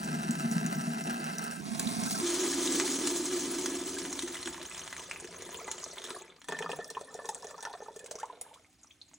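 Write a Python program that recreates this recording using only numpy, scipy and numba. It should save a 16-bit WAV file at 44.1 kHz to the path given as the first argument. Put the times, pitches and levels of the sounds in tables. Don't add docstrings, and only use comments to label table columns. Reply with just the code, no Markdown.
import sys
import numpy as np
from scipy import signal
from scipy.fft import rfft, irfft
from scipy.io import wavfile
from scipy.ndimage import uniform_filter1d
from numba import njit

SR = 44100
rng = np.random.default_rng(int(sys.argv[2]) if len(sys.argv) > 2 else 0)


def pcm_store(signal):
    levels = np.round(np.clip(np.atleast_2d(signal), -1, 1) * 32767)
    wavfile.write(sys.argv[1], SR, levels.astype(np.int16).T)


N = 404838
TIME = np.arange(N) / SR
LEAD = 256
HALF_FULL_S = 2.217
STRAYS_FROM_S, STRAYS_TO_S = 6.5, 8.55


def from_db(db):
    return 10 ** (np.asarray(db) / 20)


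def rms_one(x):
    return x / np.sqrt(np.mean(x ** 2) + 1e-20)


def in_time(rows):
    s, *columns = np.transpose(rows)
    return [np.interp(TIME, s, c) for c in columns]


def gain_at(points, hz):
    at, *columns = np.transpose(points)
    return from_db([np.interp(np.log(hz + 1), np.log(at), c) for c in columns])


def band(x, low_hz, high_hz, order=2):
    sos = signal.butter(order, [low_hz, min(high_hz, .45 * SR)], "band", fs=SR, output="sos")
    return signal.sosfilt(sos, x + 1e-18)


def drift(rate):
    knots = rng.standard_normal(N // 20)
    return np.interp(TIME * rate, np.arange(len(knots)), knots)


def add(track, s, sound):
    start = max(0, round(s * SR))
    track[start:start + len(sound)] += sound[:max(0, N - start)]


def bubble(hz, cycles, rise):
    age = np.arange(int(9 * cycles / hz * SR) + 2) * hz / (cycles * SR)
    swell = age * np.exp(1 - age)
    return swell * np.sin(2 * np.pi * cycles * age * (1 + rise * age))


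def struck(hz, attack_s, decay_s, rise):
    t = TIME[:2048]
    envelope = (1 - np.exp(-t / attack_s)) * np.exp(-t / decay_s)
    return envelope * np.sin(2 * np.pi * hz * t * (1 + rise * t / decay_s))


def impacts(per_s, spread_db):
    out = np.zeros(N)
    at = np.flatnonzero(rng.random(N) < per_s / SR)
    size = rng.exponential(1, N)[at]
    sign = np.sign(rng.random(N)[at] - .5)
    out[at] = sign * from_db(spread_db * np.minimum(size, 4))
    return out


def grains(clicks, low_hz, high_hz, cycles, rise, tilt_db, count=28):
    out = np.zeros(N)
    at = np.flatnonzero(clicks)
    dealt = rng.integers(0, count, N)[at]
    for k, hz in enumerate(np.geomspace(low_hz, high_hz, count)):
        gain = hz / low_hz * from_db(tilt_db * np.log2(hz / low_hz))
        shape = bubble(hz, cycles, rise) * gain
        starts = at[dealt == k]
        places = starts[:, None] + np.arange(len(shape))
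        out += np.bincount(places.ravel(), np.outer(clicks[starts], shape).ravel(), N)[:N]
    return out


def strays(per_s, level_db, low_hz, high_hz, from_s, to_s):
    chance = rng.random((400, 3))
    s = from_s + (np.arange(len(chance)) + 2 * chance[:, 0]) / per_s
    spread_db = 4 * (-np.log(chance[:, 1] * .95 + .05) - 1)
    db = np.interp(s, TIME, level_db) + spread_db
    hz = low_hz * (high_hz / low_hz) ** chance[:, 2]
    return np.transpose([s, db, hz])[s < to_s]


@njit
def glide(x, angle, radius):
    y = np.zeros(len(x))
    for i in range(2, len(x)):
        r = radius[i]
        y[i] = (1 - r * r) / 2 * (x[i] - x[i - 2]) + 2 * r * np.cos(angle[i]) * y[i - 1] - r * r * y[i - 2]
    return y


def jug_response(modes, view, flutter_db, flutter_t60, room_db, room_t60, ports_hz, size=32768):
    t = np.arange(size) / SR
    hz = np.arange(size // 2 + 1) * SR / size
    echoes = np.zeros((2, size))
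    for level_db, t60 in ((flutter_db, flutter_t60), (room_db, room_t60)):
        tail = rng.standard_normal((2, size)) * from_db(-60 * t / t60) * (t > .001)
        echoes += from_db(level_db) * band(tail, 445, 22600, order=1) / np.sqrt(np.sum(tail[0] ** 2))
    direct = np.array([np.ones(len(hz)), -1j * hz ** 2 / (hz ** 2 + ports_hz ** 2)])
    spectrum = rfft(echoes) + direct
    gains = gain_at(view, hz)
    for centre, width, db in modes:
        bell = 1 / (1 + (2 * (hz - centre) / width) ** 2) ** 1.81
        gains[0] *= np.sqrt(1 + (from_db(2 * db) - 1) * bell)
    phase = rfft(2 * irfft(np.log(gains[0]))[:size // 2], size).imag
    return np.roll(irfft(spectrum * gains * np.exp(1j * phase)), LEAD, axis=1)[:, :size // 2]


def in_jug(x, echo_db=0):
    # centre in Hz, width in Hz, boost in dB.
    empty_modes = [(156.8, 25.5, 14), (231.2, 11.7, 9), (399, 130, 13), (680, 83, 14.5), (1146, 260, -8),
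                   (1310, 53, 13), (1593, 123, 9), (2050, 37, 6), (2273, 410, -20), (2670, 190, 7),
                   (3430, 360, -13), (4660, 270, 0.5), (5010, 380, -5), (5710, 500, 8)]
    gush_modes = [(234, 36, 4.5), (407, 87, 6.5), (680, 95, 11), (1320, 32, 10.5), (1080, 51, 8),
                  (1580, 65, 13), (2124, 47, 8.5), (3020, 580, -9), (4000, 1100, 5.5), (5700, 660, 9)]
    half_modes = [(257.7, 31, 10.5), (350, 38, 8), (406, 29, -3.5), (670, 20, -1), (780, 250, -5),
                  (891, 27, 7.5), (1030, 190, 0.5), (1670, 59, 3.5), (1960, 310, 5.5), (3180, 1300, 3),
                  (4210, 104, 2.5), (5530, 140, 5), (6470, 330, 1.5)]
    full_modes = [(424, 86, 9.5), (606, 43, 4), (880, 330, 3), (814, 26, 4), (1775, 103, 13.5),
                  (2200, 370, -7.5), (2900, 680, -5), (2500, 48, 7.5), (3510, 180, 4.5), (5500, 730, 2.5)]
    lowered_modes = [(424, 69, 8.5), (606, 43, 2), (850, 190, 3), (1350, 400, -2), (2110, 230, 5),
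                     (2980, 200, 2), (3600, 230, 3.5), (5600, 550, 1.5)]
    # frequency in Hz, gain of the sum in dB, gain of the difference in dB.
    over_mouth = [(100, 3, 9), (256, 6, -4), (540, -8.5, 1), (780, -2, 8.5), (1220, -10, 6),
                  (1530, -2.5, 4.5), (2100, -1.5, -5), (3200, -7.5, -11), (5300, 1.5, -2), (6360, 2, -15),
                  (8150, 4.5, 1.5), (10540, 1, 4.5), (13000, -36, 3), (14700, 0, 7)]
    tilted = [(100, 9.5, 14), (230, 4, 3), (515, -2, 0), (770, 4.5, 13), (1370, -2.5, 7), (2900, 1, -4),
              (4970, -6.5, 0.5), (6370, -1.5, -14), (8400, 1.5, 0), (10800, -4.5, 1), (12900, -50, -3),
              (14700, -7, 0)]
    beside = [(100, 10.5, -14), (298, 2.5, -17), (590, 2.5, -7.5), (1060, 1.5, -15), (1810, -2.5, -53),
              (2750, -4, -3), (3950, -1, -6.5), (4890, -6.5, -3), (6100, 1.5, -17.5), (8440, -0.5, -1),
              (10730, -9.5, -3.5), (12800, -86, -7.5), (14800, -11.5, -2.5)]
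    responses = [
        jug_response(empty_modes, over_mouth, flutter_db=echo_db - 5.0, flutter_t60=0.1,
                     ports_hz=150, room_db=-12.0, room_t60=0.1),
        jug_response(gush_modes, tilted, flutter_db=echo_db - 5.5, flutter_t60=0.036,
                     ports_hz=150, room_db=-8, room_t60=0.26),
        jug_response(half_modes, beside, flutter_db=echo_db - 1.0, flutter_t60=0.049,
                     ports_hz=5000, room_db=-8.0, room_t60=0.49),
        jug_response(full_modes, beside, flutter_db=echo_db + 0.9, flutter_t60=0.057,
                     ports_hz=5000, room_db=-15.0, room_t60=0.41),
        jug_response(lowered_modes, beside, flutter_db=echo_db + 1.5, flutter_t60=0.06,
                     ports_hz=5000, room_db=-10.5, room_t60=0.52)]
    gush_s, stall_s, lowered_s = 1.61, 6.44, 8.03
    edges = [round(s * SR) for s in (0, gush_s, HALF_FULL_S, stall_s, lowered_s)] + [N]
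    out = np.zeros((2, N + LEAD))
    for start, end, response in zip(edges, edges[1:], responses):
        heard = signal.fftconvolve(x[None, start:end], response, axes=1)[:, :N + LEAD - start]
        out[:, start:start + heard.shape[1]] += heard
    return out[:, LEAD:]


def at_level(pair, db, window_s):
    window = int(window_s * SR)
    power = uniform_filter1d(uniform_filter1d(pair[0] ** 2, window), window)
    return pair * from_db(db) / np.sqrt(np.abs(power) + 1e-4 * np.mean(power))


def room_tone():
    # frequency in Hz, relative density in dB per Hz.
    colour = [(18, -36), (30, -14), (71, -6), (295, 4), (569, -13), (900, -13), (2290, -1), (5040, -11),
              (6050, -11), (9970, -10), (12000, -16.5), (16000, -42)]
    # frequency in Hz, level in dB.
    hum_tones = [(240, -82), (299.5, -78.5), (359.5, -83.5)]
    gains = gain_at(colour, np.arange(N // 2 + 1) * SR / N)
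    noise = irfft(rfft(rng.standard_normal((2, N))) * gains, N)
    hum = sum(from_db(db) * np.sqrt(2) * np.sin(2 * np.pi * (hz * TIME + rng.random()))
              for hz, db in hum_tones)
    return from_db(-72) * rms_one(noise) * from_db([[-1], [-9]]) + hum * np.array([[1], [0]])


def jug_walls():
    # time in seconds, relative level of the rumble in dB.
    drumming = [(0, -59), (0.75, -75), (1.2, -72), (2.4, -62), (3.3, -63.5), (4.3, -63.5), (5.8, -64.5),
                (6.05, -75.5), (9.1, -75.5)]
    # time in seconds, level of the hum in dB.
    wall_hum = [(2.2, -60), (4.4, -62), (5.4, -61.5), (6.45, -73.5), (6.5, -53.5), (6.76, -53.5),
                (6.86, -63.5), (7.4, -69), (8.7, -76.5), (9.04, -82), (9.14, -70)]
    rumble = rms_one(band(rng.standard_normal((2, N)), 48, 115, order=3))
    rumble = rumble * from_db(in_time(drumming)[0] - 1.0)
    noise = rng.standard_normal((2, N))
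    hum = rms_one(band(noise, 149.6, 193, order=3) + from_db(-2.0) * band(noise, 246, 300))
    hum = hum * from_db(in_time(wall_hum)[0])
    return (rumble + hum * (TIME > HALF_FULL_S)) * from_db([[0], [-13]])


def air_boom(pitch, width_hz, per_s, leak_db):
    knocks = impacts(per_s, spread_db=2.5)
    angle = 2 * np.pi * pitch / SR
    radius = np.exp(-np.pi * width_hz / SR)
    boom = knocks + 1e-18
    for stage in range(3):
        boom = glide(boom, angle, radius)
    return boom + from_db(leak_db) * band(knocks, 187, 420, order=3)


def splashing(per_s, surge, patter_db, tick_db):
    patter = surge * impacts(.4 * per_s, spread_db=5.5)
    bubbles = grains(surge * impacts(per_s / 2, spread_db=5.5), 443.6, 4380,
                     cycles=1.8, rise=0.012, tilt_db=-2.5)
    spray = grains(surge * impacts(1.3 * per_s, spread_db=7.0), 4274, 15480,
                   cycles=3.55, rise=0.0059, tilt_db=-1.1)
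    bubbles = rms_one(bubbles) + from_db(patter_db) * rms_one(band(patter, 580, 3390, order=3))
    spray = rms_one(spray) + from_db(tick_db) * rms_one(band(patter, 3750, 14000, order=3))
    return np.array([in_jug(bubbles), in_jug(spray)])


def smacks(rows, spray_db):
    out = np.zeros(N)
    t = TIME[:1024]
    snap = band(signal.unit_impulse(len(t)), 1080, 2530, order=1)
    stray_db = np.minimum(spray_db, -47) + 8
    lesser = [(s, db, hz, db - 34, -14)
              for s, db, hz in strays(13 / 2, stray_db, 3740, 8900, 0, STRAYS_TO_S)]
    for s, db, hz, snap_db, spatter_db in list(rows) + lesser:
        spatter = band(rng.standard_normal(len(t)) * np.exp(-t / 0.005), 2900, 15000, order=1)
        add(out, s + 0.000974, from_db(snap_db + 8.5) * snap / snap.max())
        add(out, s + 0.000979, from_db(db - 3.0) * bubble(hz, cycles=1.26, rise=0.0043))
        add(out, s, from_db(db + spatter_db + 3.5) * spatter)
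    return out


def gulps(pitch):
    # start in seconds, relative strength in dB.
    pockets = [(0.134, -28.5), (0.292, -25.5), (0.451, -25), (0.513, -28.5), (0.561, -23), (0.598, -29),
               (0.647, -26), (0.70, -29.5), (0.775, -28.5), (0.873, -27.5), (1.142, -36), (1.711, -32),
               (1.862, -24.5), (1.983, -28), (2.071, -44), (2.229, -25), (3.196, -29), (3.331, -32),
               (4.232, -30), (4.295, -34), (4.458, -34.5), (4.482, -34), (4.56, -42), (4.614, -42),
               (5.222, -38.5), (5.245, -36), (6.106, -40), (6.132, -44)]
    out = np.zeros(N)
    for s, db in pockets:
        hz = pitch[min(N - 1, max(0, int(s * SR)))]
        add(out, s, from_db(db - 9.5) * bubble(hz, cycles=1.19, rise=0.011))
    return out


def chirps():
    # start in seconds, length in seconds, first pitch in Hz, last pitch in Hz, relative level in dB.
    sweeps = [(2.052, .01, 1150, 1260, -46), (2.07, .009, 1480, 1580, -47), (2.142, .009, 1450, 1560, -48),
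              (2.156, .012, 1260, 1400, -46), (2.527, .01, 1700, 1950, -42), (2.834, .012, 740, 900, -39),
              (3.965, .012, 1540, 1660, -44), (6.55, .025, 1770, 1820, -54), (6.792, .035, 1750, 1810, -58),
              (7.07, .03, 1810, 1880, -62), (7.118, .015, 1150, 1260, -53), (7.3, .035, 790, 830, -56),
              (7.455, .035, 600, 650, -57), (7.657, .014, 1400, 1560, -46), (7.68, .035, 790, 830, -56),
              (7.745, .022, 660, 740, -54), (7.858, .012, 1150, 1300, -54), (8.04, .02, 520, 680, -50),
              (8.125, .03, 580, 640, -54), (8.183, .045, 1030, 1850, -50), (8.238, .016, 950, 1250, -47),
              (8.44, .02, 1550, 1800, -60), (8.558, .009, 1000, 1200, -53), (8.574, .012, 1200, 1500, -55)]
    out = np.zeros(N)
    shake = 1 + 0.036 * drift(300)
    flicker = from_db(4 * drift(250))
    for s, length, from_hz, to_hz, db in sweeps:
        part = np.linspace(0, 1, int(length * SR))
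        hz = (from_hz + (to_hz - from_hz) * part) * shake[int(s * SR):][:len(part)]
        turns = np.cumsum(hz) / SR
        swell = 2 * np.sqrt(part * (1 - part))
        add(out, s, from_db(db) * swell * np.sin(2 * np.pi * turns))
    return out * flicker


def plops(rows, pitch, bubbles_db):
    out = np.zeros(N)
    t = TIME[:2048]
    slap = band(signal.unit_impulse(len(t)), 590, 2700)
    for s, db, hz, thud_db, slap_db in rows:
        splash = band(rng.standard_normal(len(t)) * np.exp(-t / 0.0051), 465, 1620)
        ring, swing = from_db(rng.normal(0, [.8, .5]))
        thud_hz = swing * pitch[int(s * SR)]
        drop = from_db(slap_db + 4.0) * slap / np.abs(slap).max()
        drop += from_db(slap_db) * splash / np.abs(splash).max()
        drop += from_db(db - 5.5) * struck(hz, attack_s=0.00097, decay_s=0.0034 * ring, rise=0.015)
        drop += from_db(thud_db - 2.0) * struck(thud_hz, attack_s=0.0016, decay_s=0.0053, rise=0.023)
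        add(out, s + 0.000984, drop)
    for s, db, hz in strays(26 / 2, bubbles_db + 2.5, 540, 1193, STRAYS_FROM_S, STRAYS_TO_S):
        add(out, s, from_db(db + 2) * struck(hz, attack_s=0.00093, decay_s=.005, rise=0.032))
    for s, db, hz in strays(30 / 2, bubbles_db + 3, 1034, 1890, STRAYS_FROM_S, STRAYS_TO_S):
        add(out, s, from_db(db) * struck(hz, attack_s=0.00054, decay_s=0.0055, rise=0.014))
    return out


def drips():
    # start in seconds, relative strength in dB, pitch in Hz.
    last_drips = [(8.8322, -45.5, 6800), (8.8355, -48, 6400), (8.907, -50, 2450), (8.9102, -45, 3250),
                  (9.0148, -39.5, 4030), (9.0168, -42, 4300), (9.141, -42.5, 6750)]
    out = np.zeros(N)
    t = TIME[:1024]
    for s, db, hz in last_drips:
        spatter = band(rng.standard_normal(len(t)) * np.exp(-t / .004), 0.79 * hz, 1.35 * hz)
        add(out, s, from_db(db) * bubble(hz, cycles=2.0, rise=0.005))
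        add(out, s, from_db(db - 8) * spatter)
    return out


def scene():
    # time in seconds, then relative levels in dB of the spray, the bubbles and the air boom.
    stream = [(0, -48.5, -44, -36.5), (0.6, -48.5, -44, -36.5), (1.05, -49, -44, -39),
              (1.52, -51, -43.5, -43.5), (1.63, -52, -51, -41), (1.76, -45.5, -46, -41),
              (2.205, -38.5, -43.5, -38), (2.235, -36, -40, -34.5), (2.8, -35, -41.5, -35),
              (3.55, -40, -44, -37), (4.15, -44.5, -48, -43.5), (4.4, -46.5, -49.5, -51.5),
              (4.62, -48.5, -49.5, -54), (4.75, -49, -51, -61.5), (5.05, -51, -52, -62),
              (5.3, -53.5, -53, -54.5), (5.62, -50, -48.5, -52), (5.95, -51.5, -52.5, -58),
              (6.15, -50.5, -50, -48), (6.34, -70.5, -60, -68)]
    dribble = [(6.46, -65, -70, -87), (6.5, -55, -47, -58), (6.72, -55, -52, -55), (6.9, -60.5, -59, -59),
               (7.4, -57.5, -59, -56.5), (7.72, -62, -56.5, -64), (7.95, -61.5, -63.5, -58),
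               (8.25, -71, -61, -55.5), (8.55, -71, -62.5, -72), (8.72, -69.5, -74, -91)]
    # time in seconds, pitch in Hz, width of each filter stage in Hz.
    air_pitch = [(0, 202.5, 130), (2.2, 209, 135), (2.214, 310.6, 113), (3.3, 313.6, 114), (4.4, 313, 119),
                 (5.3, 410, 200), (6.2, 392, 173), (6.5, 444, 240), (9.18, 487, 250)]
    # time in seconds, bubbles per second.
    breakup = [(0, 3080), (1.6, 2390), (2.3, 6400), (3.3, 5070), (4.5, 900), (6.1, 500), (6.5, 640),
               (8.3, 640), (9.18, 500)]
    # time in seconds, left minus right in dB.
    lean = [(0, 1), (1.1, 1), (1.7, -11.5), (2.2, -5), (2.23, -2), (6.5, 0.6), (9.18, -2.5)]
    # time in seconds, patter over bubbles in dB.
    hardness = [(0, 9), (2.3, 5.5), (4.8, 1), (5.6, -5), (7, 1)]
    # start in seconds, strength of the ring in dB,
    # bubble pitch in Hz, thud in dB, slap in dB (relative levels).
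    plop_rows = [(5.344, -39, 950, -53, -41.5), (5.419, -39, 660, -51, -51), (5.462, -39, 891, -39, -56),
                 (5.49, -32, 662, -47, -44), (5.545, -43, 958, -45, -46), (5.588, -33, 1030, -47, -52),
                 (5.614, -30, 673, -57, -47), (5.678, -27, 900, -35, -34.5), (5.779, -35, 649, -50, -56),
                 (5.832, -35, 1150, -61, -50), (5.861, -32, 624, -50, -43), (5.971, -40, 1060, -54, -43),
                 (6.041, -44, 931, -44, -46), (6.087, -38, 1090, -50, -41), (6.106, -31, 1280, -37, -42),
                 (6.162, -31, 1100, -50, -54), (6.167, -34, 680, -45, -54), (6.488, -30, 910, -34, -48),
                 (6.522, -22, 1090, -40, -30), (6.587, -44, 1120, -50, -45), (6.604, -31, 890, -34.5, -48),
                 (6.624, -33, 829, -48, -37), (6.642, -42, 775, -40, -43), (6.66, -20.5, 1160, -51, -40),
                 (6.692, -24.5, 715, -36, -34.5), (6.729, -28.5, 905, -38, -38.5),
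                 (6.788, -25.5, 670, -35, -42), (6.809, -44, 654, -49, -46), (6.904, -40, 633, -44, -52),
                 (6.9655, -36, 900, -46, -50), (6.9685, -20, 996, -42, -43), (7.011, -31.5, 570, -42, -53),
                 (7.147, -30, 694, -41, -53), (7.189, -30, 603, -52, -46), (7.198, -33, 1090, -54, -58),
                 (7.218, -38, 606, -53, -56), (7.246, -39, 1040, -43, -48), (7.261, -37, 1080, -53, -51),
                 (7.289, -24, 840, -44, -45), (7.351, -37, 810, -52, -53), (7.362, -40, 689, -59, -56),
                 (7.428, -34, 1030, -54, -53), (7.444, -31, 660, -42, -46), (7.509, -52, 886, -55, -47),
                 (7.542, -35, 1160, -49, -50), (7.578, -34, 990, -58, -52), (7.629, -41, 993, -57, -48),
                 (7.652, -30, 1140, -54, -40.5), (7.67, -28, 920, -47, -42), (7.709, -36, 900, -57, -55),
                 (7.736, -30.5, 1030, -54, -43.5), (7.803, -33, 595, -55, -52), (7.819, -35, 806, -44, -54),
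                 (7.861, -38, 810, -50, -54), (7.882, -30.5, 890, -40, -52), (7.907, -43, 565, -46, -64),
                 (7.962, -39, 537, -43, -61), (8.052, -42, 590, -60, -68), (8.112, -30.5, 577, -43, -48),
                 (8.153, -32, 606, -38.5, -47), (8.23, -21.5, 884, -54, -41), (8.298, -32, 960, -54, -53),
                 (8.329, -39, 646, -54, -58), (8.373, -42, 662, -58, -75), (8.412, -40, 700, -47, -69),
                 (8.462, -43, 880, -61, -61), (8.511, -42, 883, -63, -73)]
    # start in seconds,
    # strength of the ping in dB, ping pitch in Hz, snap in dB, spatter relative to the ping in dB.
    smack_rows = [(0.3083, -25.5, 7300, -47, -14.5), (0.5132, -30, 6500, -52, -14),
                  (0.5806, -40, 5730, -30, -21), (0.6627, -26, 6900, -33.5, -16),
                  (0.7502, -40, 5660, -44, -18), (1.0385, -37, 5630, -48, -12),
                  (1.2415, -38, 9500, -36, -8), (1.4396, -33, 8720, -49, -8), (1.098, -39, 2720, -35, -12),
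                  (1.3827, -33.5, 6000, -52, -6), (1.51, -38, 2710, -44, -4),
                  (1.7952, -16.5, 6760, -40, -12.5), (1.8718, -25.5, 3700, -52, -22),
                  (2.0358, -26.5, 5800, -41, -11), (2.6743, -21.5, 3720, -55, -12),
                  (2.7227, -17, 7300, -44, -20), (2.8774, -24, 7360, -32, -9),
                  (2.7985, -24, 7350, -21.5, -7), (3.072, -28.5, 6460, -30, 3.5),
                  (3.6589, -28, 5900, -28, -2), (4.0173, -29, 5500, -39, -27),
                  (4.051, -47, 4330, -32.5, -14), (4.1829, -37, 4040, -46, -16),
                  (4.1277, -23, 6650, -37, -14), (4.1911, -23.5, 3900, -31.5, -10),
                  (4.2225, -27.5, 6800, -42, -6.5), (4.2782, -42, 1870, -38, 2),
                  (4.3245, -35, 4520, -48, -16), (4.344, -33, 3500, -36, -8), (4.3528, -32, 2040, -39, -8),
                  (4.368, -35, 3000, -38, -7), (4.4284, -28, 4310, -38, -11), (4.4575, -30, 3460, -39, -9),
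                  (4.4739, -36, 1720, -29.5, -4), (4.544, -40, 1060, -36, -12), (4.578, -40, 1000, -42, -9),
                  (4.6139, -37, 3800, -39.5, -19), (4.7127, -33, 2500, -46, -20),
                  (4.7461, -35.5, 3320, -41, -10), (4.769, -40, 2400, -45, -16),
                  (4.778, -31, 6460, -55, -14), (4.793, -29, 6300, -41, -16), (4.8768, -46, 2020, -35.5, 3),
                  (4.927, -35, 2000, -33, -5), (4.9648, -39, 2300, -37, -4), (4.994, -37, 2930, -50, -4),
                  (5.1115, -22, 2500, -33, -19), (5.1595, -31.5, 2480, -42, -19),
                  (5.199, -32, 6800, -55, -13), (5.244, -42, 2780, -42, -5), (5.273, -37, 4800, -47, -13),
                  (5.3377, -53, 2000, -44, -15), (5.421, -36, 6840, -52, -4.5),
                  (5.5442, -31.5, 3250, -50, -24), (5.7139, -20, 6470, -36, -13),
                  (5.8403, -22.5, 6000, -55, -21), (5.9818, -30, 3570, -42, -16),
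                  (6.018, -38, 3600, -43, -10), (6.0405, -34.5, 3600, -50, -3.5),
                  (6.0505, -34, 3280, -54, -9), (6.063, -37, 3700, -47, -12),
                  (6.104, -29, 3950, -36, -10.5), (6.4165, -53, 3360, -44.5, -3),
                  (6.443, -53, 3400, -50, 1), (6.4854, -39, 3350, -32, 0), (6.5215, -38, 3300, -35, -10),
                  (6.545, -34, 1800, -53, -30), (6.5882, -25.5, 2180, -46, -13),
                  (6.6233, -26, 3100, -33, -33), (6.7157, -23, 2770, -55, -18.5),
                  (6.8437, -31, 5530, -60, -15), (6.9017, -37, 6040, -61, -1), (6.949, -32, 2900, -46, -23),
                  (7.01, -39.5, 6100, -54, -7), (7.1418, -30, 6640, -63, -15),
                  (7.2895, -23.5, 6200, -39.5, -11), (7.3462, -22.5, 7900, -54, -22),
                  (7.255, -33.5, 6000, -53, -10.5), (7.423, -36, 5300, -59, -15),
                  (7.444, -37, 6100, -57, -9), (7.4686, -30.5, 6370, -49, -26),
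                  (7.508, -35, 7100, -56, -15), (7.58, -39, 5700, -56, -18), (7.606, -32.5, 5960, -58, -17),
                  (7.6264, -34, 8230, -50, -6), (7.651, -28.5, 5750, -31.5, -17),
                  (7.729, -35, 4260, -56, -17), (7.9616, -43, 7600, -50, -0.5), (7.992, -40, 6600, -56, -6),
                  (8.043, -41, 6200, -58, -10), (8.0608, -37.5, 8420, -45, -7),
                  (8.187, -36, 5900, -60, -14), (8.229, -45, 3000, -52, -7), (8.255, -43, 7600, -62, -12),
                  (8.111, -31, 6200, -44, -5.5), (8.154, -30, 5840, -53, -20),
                  (8.199, -36.5, 6600, -62, -8), (8.412, -15.5, 10700, -66, -27),
                  (8.54, -42.5, 3200, -62, -9), (8.645, -49, 2200, -63, -24), (8.844, -50, 1210, -59, -16),
                  (9.113, -61, 1200, -58, -14.5), (9.134, -62, 1010, -52.5, -8)]

    spray_db, bubbles_db, boom_db = in_time(list(stream) + list(dribble))
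    pitch, width = in_time(air_pitch)
    pitch = pitch * np.exp(0.018 * drift(20))
    per_s = in_time(breakup)[0]
    lean_db = in_time(lean)[0]
    hardness_db = in_time(hardness)[0]
    surge = from_db(2.0 * drift(70))
    glug_db = 2.0 * drift(22)

    bubbles, spray = sum(splashing(per_s, surge, patter_db=hardness_db, tick_db=hardness_db - 6.0)
                         for spot in range(2))
    boom = in_jug(air_boom(pitch, width, .14 * per_s, leak_db=-20.5))
    pair = at_level(boom, boom_db + glug_db, window_s=0.042)
    pair += at_level(bubbles, bubbles_db + 0.66 * glug_db - 1.32, window_s=0.049)
    pair += at_level(spray, spray_db - .8, window_s=0.36)

    near = plops(plop_rows[::2], pitch, bubbles_db) + smacks(smack_rows[::2], spray_db)
    near += gulps(pitch) + drips()
    far = plops(plop_rows[1::2], pitch, bubbles_db) + smacks(smack_rows[1::2], spray_db) + chirps()
    drop_db, drop_echo_db = 2, -3.5
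    pair += from_db(drop_db) * (in_jug(near, drop_echo_db) + in_jug(far, drop_echo_db))

    total, difference = pair + jug_walls() + room_tone()
    lean_share = (from_db(lean_db) - 1) / (from_db(lean_db) + 1)
    difference = difference + lean_share * band(total, 30, 1100, order=1)
    return np.array([total + difference, total - difference])


def record(dry):
    return signal.sosfilt(signal.ellip(10, .2, 70, 16100, fs=SR, output="sos"), dry)


dry = scene()
out = record(dry)
pcm_store(out)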